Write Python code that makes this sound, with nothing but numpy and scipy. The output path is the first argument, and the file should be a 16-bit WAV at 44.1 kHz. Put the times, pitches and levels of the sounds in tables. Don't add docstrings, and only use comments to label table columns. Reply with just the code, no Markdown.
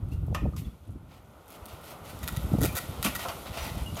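import sys
import numpy as np
from scipy import signal
from scipy.fft import rfft, irfft, next_fast_len
from scipy.io import wavfile
from scipy.ndimage import uniform_filter1d, map_coordinates

SR = 44100
rng = np.random.default_rng(int(sys.argv[2]) if len(sys.argv) > 2 else 0)


def boost(x):
    u = np.asarray(x, float) / 20
    return 10 ** u


def dump(signal):
    limited = np.clip(np.atleast_2d(signal).T, -1, 1)
    pcm = np.round(limited * 32767).astype(np.int16)
    wavfile.write(sys.argv[1], SR, pcm)


N = 176400


def unit(x):
    return x / np.sqrt(np.mean(x ** 2) + 1e-20)


def noise():
    return rng.standard_normal(N)


def along(points, hz):
    f, v = np.transpose(points)
    return np.interp(np.log(hz + 1), np.log(f + 1), v)


def curve(rows):
    s, db = np.transpose(rows)
    return boost(np.interp(np.arange(N) / SR, s, db))


def wobble(rate):
    knots = rng.standard_normal(int(5 * rate) + 4)
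    return map_coordinates(knots, [np.arange(N) * rate / SR])


def filtered(x, response):
    m = next_fast_len(len(x) + 8192)
    return irfft(rfft(x, m) * response(np.fft.rfftfreq(m, 1 / SR)), m)[:len(x)]


def coloured(x, points):
    return unit(filtered(x, lambda hz: boost(along([(1, -120)] + list(points), hz))))


def resonant(x, peaks):
    def response(f):
        total = 0
        for k, (centre, width, db) in enumerate(peaks):
            damping = 1j * f * width
            total = total + (-1) ** k * boost(db) * damping / (centre * centre - f * f + damping)
        return total
    return filtered(x, response)


def crackle(per_s, scatter_db):
    chance, sign, size = rng.random((3, N))
    return (chance < per_s / SR) * np.sign(sign - .5) * boost(-scatter_db * np.log(size + 1e-9))


def add(out, s, x):
    part = out[max(round(s * SR), 0):][:len(x)]
    part += x[:len(part)]


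def fading(rows):
    out, t = np.zeros(N), np.arange(SR // 2) / SR
    for s, db, t60 in rows:
        add(out, s, boost(db - 60 * t / abs(t60)))
    return out


# (time [s], peak [dB], body level [dB], ring t60 [s])
LANDINGS = [
    (0.342, -51, -18, 0.046),
    (.347, -35, 4.5, 0.1),
    (0.564, -41.5, -22, 0.12),
    (3.048, -25, -4.5, 0.047),
    (3.055, -30.5, -5, 0.041),
    (3.062, -34, 8.5, 0.073),
    (3.193, -36.5, -2, 0.11),
    (3.285, -37.5, 3.5, 0.16),
    (3.573, -38, 3.5, 0.065),
    (3.969, -43.5, 5.5, 0.18),
]
# (frequency [Hz], width [Hz], level [dB])
STONE_MODES = [(620, 200, 1), (1330, 370, 1), (1960, 820, -7), (2910, 590, -4.5)]
# (frequency [Hz], level [dB])
CRACK_COLOUR = [(1000, 9), (2500, -5.5), (6000, 3), (9000, -5.5), (13000, 0), (16000, -16)]


def knocks():
    crack_share = 0.44
    cracks = [(s, db, crack_share * t60) for s, db, _, t60 in LANDINGS]
    bodies = [(s, db + body_db, t60) for s, db, body_db, t60 in LANDINGS]
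    crack = fading(cracks) * coloured(noise(), CRACK_COLOUR)
    body = fading(bodies) * unit(resonant(noise(), STONE_MODES))
    return crack + body


# (time [s], level [dB], pitch [Hz], t60 [s])
SCRAP_RINGS = [(3.053, -21.5, 196, .15), (3.0625, -26, 310, .1), (3.0615, -33, 2400, .06),
               (.116, -54, 2745, .18), (.114, -62, 4200, .1), (.535, -42, 1195, .05),
               (.349, -29, 1200, .09), (.348, -31, 1800, .06), (.36, -44, 2500, .2),
               (3.861, -43, 2880, .22), (3.621, -49, 900, 1.5), (3.66, -50, 715, .9),
               (3.289, -41, 4600, .08), (3.555, -43, 620, .2), (3.965, -41, 630, .15),
               (3.965, -44, 1210, .2), (3.153, -34, 1860, .09), (2.685, -43, 2400, .2),
               (3.962, -44, 6800, .08), (2.762, -36, 1950, .12), (3.6, -50, 5900, .7),
               (.648, -55, 3400, .15)]
# (frequency [Hz], level [dB])
BOARD_MODES = [(540, 0), (710, 1.5), (900, -1), (1070, 1), (1300, -1)]
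# (time [s], level [dB])
BOARD_HITS = [
    (2.757, -43),
    (2.771, -37),
    (3.2508, -33),
    (3.258, -32),
    (3.269, -33.5),
    (3.3, -36),
    (3.459, -42),
    (3.565, -43),
]


def rings():
    board_t60_s, rise_s = 0.043, 0.00042
    rough_db, blur, blur_most = 2.5, 9, .04
    out, t = np.zeros(N), np.arange(SR // 2) / SR
    boards = [(s, db + level + 1.2 * rng.standard_normal(), hz, board_t60_s)
              for s, db in BOARD_HITS for hz, level in BOARD_MODES]
    rough, drift = wobble(90), wobble(160)
    for s, db, hz, t60 in list(SCRAP_RINGS) + boards:
        start = rng.integers(N - len(t))
        own = slice(start, start + len(t))
        drift_hz = min(blur / t60, blur_most * hz) * drift[own]
        envelope = boost(db - 60 * t / t60 + rough_db * rough[own]) * (1 - np.exp(-t / rise_s))
        phase = 2 * np.pi * np.cumsum(hz + drift_hz) / SR
        add(out, s, envelope * np.sin(phase))
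    return out


# (time [s], length [s], level [dB], coarse crumbs relative level [dB])
SHOWERS = [(0.105, 0.029, -59.5, -17), (0.561, 0.037, -51.5, -22), (0.648, 0.021, -70, 10.5),
           (1.079, 0.091, -68, 7.5), (1.465, 0.096, -58.5, -2), (1.657, 0.088, -59.5, 3),
           (1.808, 0.11, -54.5, -1.5), (2.027, 0.084, -53, -2), (2.31, 0.042, -68, 7),
           (2.655, 0.024, -44, -12), (2.789, 0.028, -46.5, -15), (3.038, 0.02, -29.5, -9),
           (3.173, 0.068, -46, 1), (3.452, 0.025, -63, 18), (3.523, 0.066, -50, 9),
           (3.585, 0.096, -47.5, 5.5), (3.69, 0.11, -58.5, 8.5), (3.964, 0.071, -53, 12.5)]
# (frequency [Hz], level [dB])
COARSE_COLOUR = [(300, -77), (600, 8), (1200, 5.5), (2600, 3.5), (4500, -1), (8000, -13)]
# (frequency [Hz], level [dB])
GRIT_COLOUR = [(800, -22), (2000, 8.5), (3200, 8), (5500, 3), (8000, 2), (12500, 6.5), (15000, 1),
               (17000, -38)]


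def crumbs(colour):
    impacts = crackle(2500, 2) + 0.25 * noise()
    return boost(1.8 * wobble(70)) * coloured(impacts, colour)


def showers():
    rise_share, fall_s = 0.43, 0.02
    t, fine, coarse = np.arange(SR // 3) / SR, np.zeros(N), np.zeros(N)
    for s, length, db, coarse_db in SHOWERS:
        rise = np.clip(t / (rise_share * length), 0, 1)
        fall = np.exp(-np.clip(t - length, 0, 1) / fall_s)
        shape = boost(db) * rise * fall
        add(fine, s, shape)
        add(coarse, s, boost(coarse_db) * shape)
    return fine * crumbs(GRIT_COLOUR) + coarse * crumbs(COARSE_COLOUR)


# (time [s], level [dB])
TRICKLE_LEVEL = [(0, -69.5), (.7, -66.5), (1.0, -72), (1.43, -66.5), (1.5, -64.5), (1.75, -58.5),
                 (2.02, -59.5), (2.3, -51), (2.55, -52), (2.85, -49), (3.0, -52.5), (3.2, -45), (3.5, -52),
                 (3.75, -51.5), (3.92, -52)]
GRAIN_HZ = [3500, 6500, 9500, 12800]


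def trickle():
    grains = np.zeros(N)
    for hz in GRAIN_HZ:
        hiss = unit(resonant(noise(), [(hz, 0.51 * hz, 0)]))
        clicks = unit(resonant(crackle(90, 2), [(hz, 0.21 * hz, 0)]))
        grains += boost(1.33 * wobble(14)) * hiss + boost(-12 + 7.2 * wobble(8.2)) * clicks
    return curve(TRICKLE_LEVEL) * coloured(unit(grains) + 0.86 * noise(), GRIT_COLOUR)


# (time [s], peak [dB])
SINGLE_SLIPS = [(2.190, -37), (2.2715, -39), (2.277, -19), (2.2835, -20), (2.289, -25.5), (2.3255, -33),
                (2.364, -26.5), (2.370, -25), (2.54, -48), (2.608, -27), (2.615, -22), (2.6195, -25),
                (2.6265, -19.5), (2.632, -22), (2.634, -20), (2.639, -20), (2.6415, -25), (2.6465, -25),
                (2.6485, -20.5), (2.654, -17), (2.659, -17.5), (2.664, -24.5), (3.0275, -16.5), (3.033, -22),
                (3.041, -41)]
# (time [s], length [s], slip rate [1/s], level [dB])
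SLIP_RUNS = [
    (1.872, .01, 150, -46),
    (2.229, .016, 610, -37),
    (2.7522, .037, 345, -26.5),
    (2.764, .024, 710, -35),
    (3.1505, .017, 385, -26),
    (3.946, .012, 130, -37),
    (3.968, .01, 170, -33),
]
# (frequency [Hz], width [Hz], level [dB])
CREAK_MODES = [(1364, 210, 10.5), (1933, 52, 13.5), (2110, 49, 1), (2420, 410, 1), (3770, 430, 3),
               (4700, 260, 2.5), (6540, 2100, -0.5), (10640, 1800, 3), (13150, 1900, 3.5)]


def creak():
    slip_t60_s, jitter = 0.0098, .12
    slips = list(SINGLE_SLIPS)
    for s, length, rate, db in SLIP_RUNS:
        chance = rng.standard_normal((40, 2))
        count = np.arange(40)
        times = (count + jitter * chance[:, 0] * (count > 0)) / rate
        slips += [(s + at, db + 0.9 * c) for at, c in zip(times, chance[:, 1]) if at < length]
    bursts = fading([(s, db, slip_t60_s) for s, db in slips]) * np.clip(noise(), -1, 1)
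    return resonant(bursts, CREAK_MODES)


# (time [s], peak [dB])
TICKS = [(0.0868, -52), (0.2656, -49), (1.4813, -42), (1.504, -39), (1.522, -40), (1.6569, -30.5),
         (1.685, -43), (1.728, -42), (1.8118, -45), (1.854, -45), (1.9014, -38), (2.0527, -42),
         (2.0981, -41), (2.406, -42), (2.5342, -36.5), (2.5626, -48), (2.586, -34), (2.728, -33)]
# (frequency [Hz], width [Hz], level [dB])
TICK_MODES = [(5000, 9500, -7), (10100, 7400, 0.5), (13200, 3800, 2)]


def ticks():
    t60_s, level_db, echo_s, echo_db = .004, 6, .0056, -2
    clicks = []
    for s, db in TICKS:
        clicks.append((s, db + level_db, t60_s))
        clicks.append((s + echo_s, db + level_db + echo_db, t60_s))
    return resonant(fading(clicks) * np.sign(noise()), TICK_MODES)


# (frequency [Hz], t60 [s])
ROOM_T60 = [(300, 0.26), (2000, 0.35), (6000, 0.24), (14000, 0.26)]


def room(x):
    hz, t, z = signal.stft(rng.standard_normal(SR // 2), SR, nperseg=256)
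    decay = boost(-60 * t / along(ROOM_T60, hz)[:, None])
    tail = signal.istft(z * decay, SR, nperseg=256)[1]
    delayed = np.pad(x, (250, 0))
    return signal.fftconvolve(delayed, tail / np.linalg.norm(tail))[:N]


# (time [s], level [dB])
GUSTS = [(0, -39.5), (.3, -32), (.39, -37.5), (.46, -27.5), (.53, -39.5), (.62, -36.5), (.8, -54),
         (.92, -39), (1.08, -55), (1.43, -59.5), (2.0, -56.5), (2.2, -47), (2.62, -31), (2.74, -38.5),
         (2.78, -49.5), (3.05, -41), (3.3, -51), (3.8, -40)]
# (frequency [Hz], level [dB])
BUFFET_COLOUR = [(22, -25), (42, -12), (62, -0.5), (105, -4.5), (180, -10.5), (320, -19.5), (900, -70),
                 (2000, -100)]
# (frequency [Hz], level [dB])
FLUTTER_COLOUR = [(120, 5), (280, 0.5), (500, -6), (1000, -25), (2500, -78)]


def buffeting():
    lumps = curve(GUSTS) * unit(boost(3.5 * wobble(45)))
    rumble = coloured(noise(), BUFFET_COLOUR)
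    power = abs(uniform_filter1d(rumble ** 2, size=SR // 12))
    evened = rumble / np.sqrt(power + 0.037)
    flutter = lumps ** 1.616 * coloured(noise(), FLUTTER_COLOUR)
    return boost(2.5) * lumps * unit(evened) + boost(9) * flutter


# (time [s], peak [dB], pitch [Hz])
SLAPS = [(.02, -21, 71.4), (0.052, -31, 65), (.085, -25, 90), (0.148, -24, 66), (0.191, -23.5, 80),
         (.235, -23.5, 90.5), (.285, -25, 129), (0.308, -27, 77), (0.329, -26.5, 154), (.362, -27.5, 90),
         (.428, -28, 110), (0.452, -21, 118), (0.464, -21.5, 234), (0.478, -22.5, 129), (0.504, -27.5, 110),
         (0.584, -29.5, 99), (0.599, -30, 130), (.65, -34, 91), (0.899, -29.5, 100), (.96, -36, 245),
         (1.629, -37, 71.4), (1.74, -36, 87), (2.24, -28, 90), (2.379, -19.5, 114.3), (2.454, -23.5, 93),
         (2.521, -20, 252), (2.538, -13, 145), (2.553, -14.5, 237), (2.588, -16, 171), (2.6, -23, 110),
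         (2.645, -15.5, 270), (2.66, -20.5, 136), (2.683, -24, 161), (2.71, -27, 89), (2.739, -44, 78),
         (2.896, -25.5, 101), (3.001, -26.5, 88), (3.29, -34, 88), (3.512, -33.5, 80), (3.63, -28.5, 59),
         (3.77, -27.5, 72), (3.825, -24.5, 61), (3.961, -34, 196)]
# (time [s], peak [dB])
SNAPS = [(.283, -32.5), (.328, -27), (.457, -23.5), (.463, -23.5), (.526, -39), (.894, -40.5), (2.374, -40),
         (2.541, -20.5), (2.549, -28), (2.587, -22.5), (2.617, -24.5), (2.64, -20.5), (2.65, -19),
         (2.661, -21.5), (2.888, -32.5)]


def slaps():
    slap_turns, snap_hz, snap_s = 0.63, 497, 0.00093
    packets = [(s, db, hz, slap_turns / hz) for s, db, hz in SLAPS]
    packets += [(s, db, snap_hz, snap_s) for s, db in SNAPS]
    out, t = np.zeros(N), np.arange(-1500, 1500) / SR
    for s, db, hz, width in packets:
        phase = 2 * np.pi * rng.random()
        packet = np.exp(-(t / width) ** 2) * np.cos(2 * np.pi * hz * t + phase)
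        add(out, s + t[0], boost(db) * packet)
    return out


# (time [s], level [dB])
HUM_LEVEL = [(0, -57.5), (.75, -61), (1.4, -55.5), (1.55, -50.5), (2.1, -46.5), (2.55, -45), (3.3, -45),
             (4, -47.5)]
# (frequency [Hz], level [dB])
HUM_COLOUR = [(150, 1), (300, -3.5), (600, 0), (1000, -5), (1450, -4.5), (1900, -16), (3500, -23.5),
              (6000, -59)]


def hum():
    return curve(HUM_LEVEL) * boost(.8 * wobble(15)) * coloured(noise(), HUM_COLOUR)


def scene():
    inside = knocks() + rings() + showers()
    near = creak() + ticks()
    wet = room(boost(-7) * inside + boost(-10) * near)
    return (inside + near + wet + trickle() + hum() + buffeting() + slaps())[None]


def band_limit(x):
    return signal.sosfilt(signal.butter(12, 16510, fs=SR, output="sos"), x)


def record(dry):
    notch_hz, notch_width_hz, notch_db = 1650, 146, -8
    low_hz, shelf_hz, shelf_db, top_hz = 36, 15900, -34, 16450

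    def response(hz):
        notch = notch_db * np.exp(-((hz - notch_hz) / notch_width_hz) ** 2)
        shelf = shelf_db * (hz > shelf_hz)
        bass_cut = np.sqrt(1 + (low_hz / (hz + 1)) ** 6)
        return boost(notch + shelf) * (hz < top_hz) / bass_cut
    return band_limit(filtered(dry[0], response)[None])


dry = scene()
out = record(dry)
dump(out)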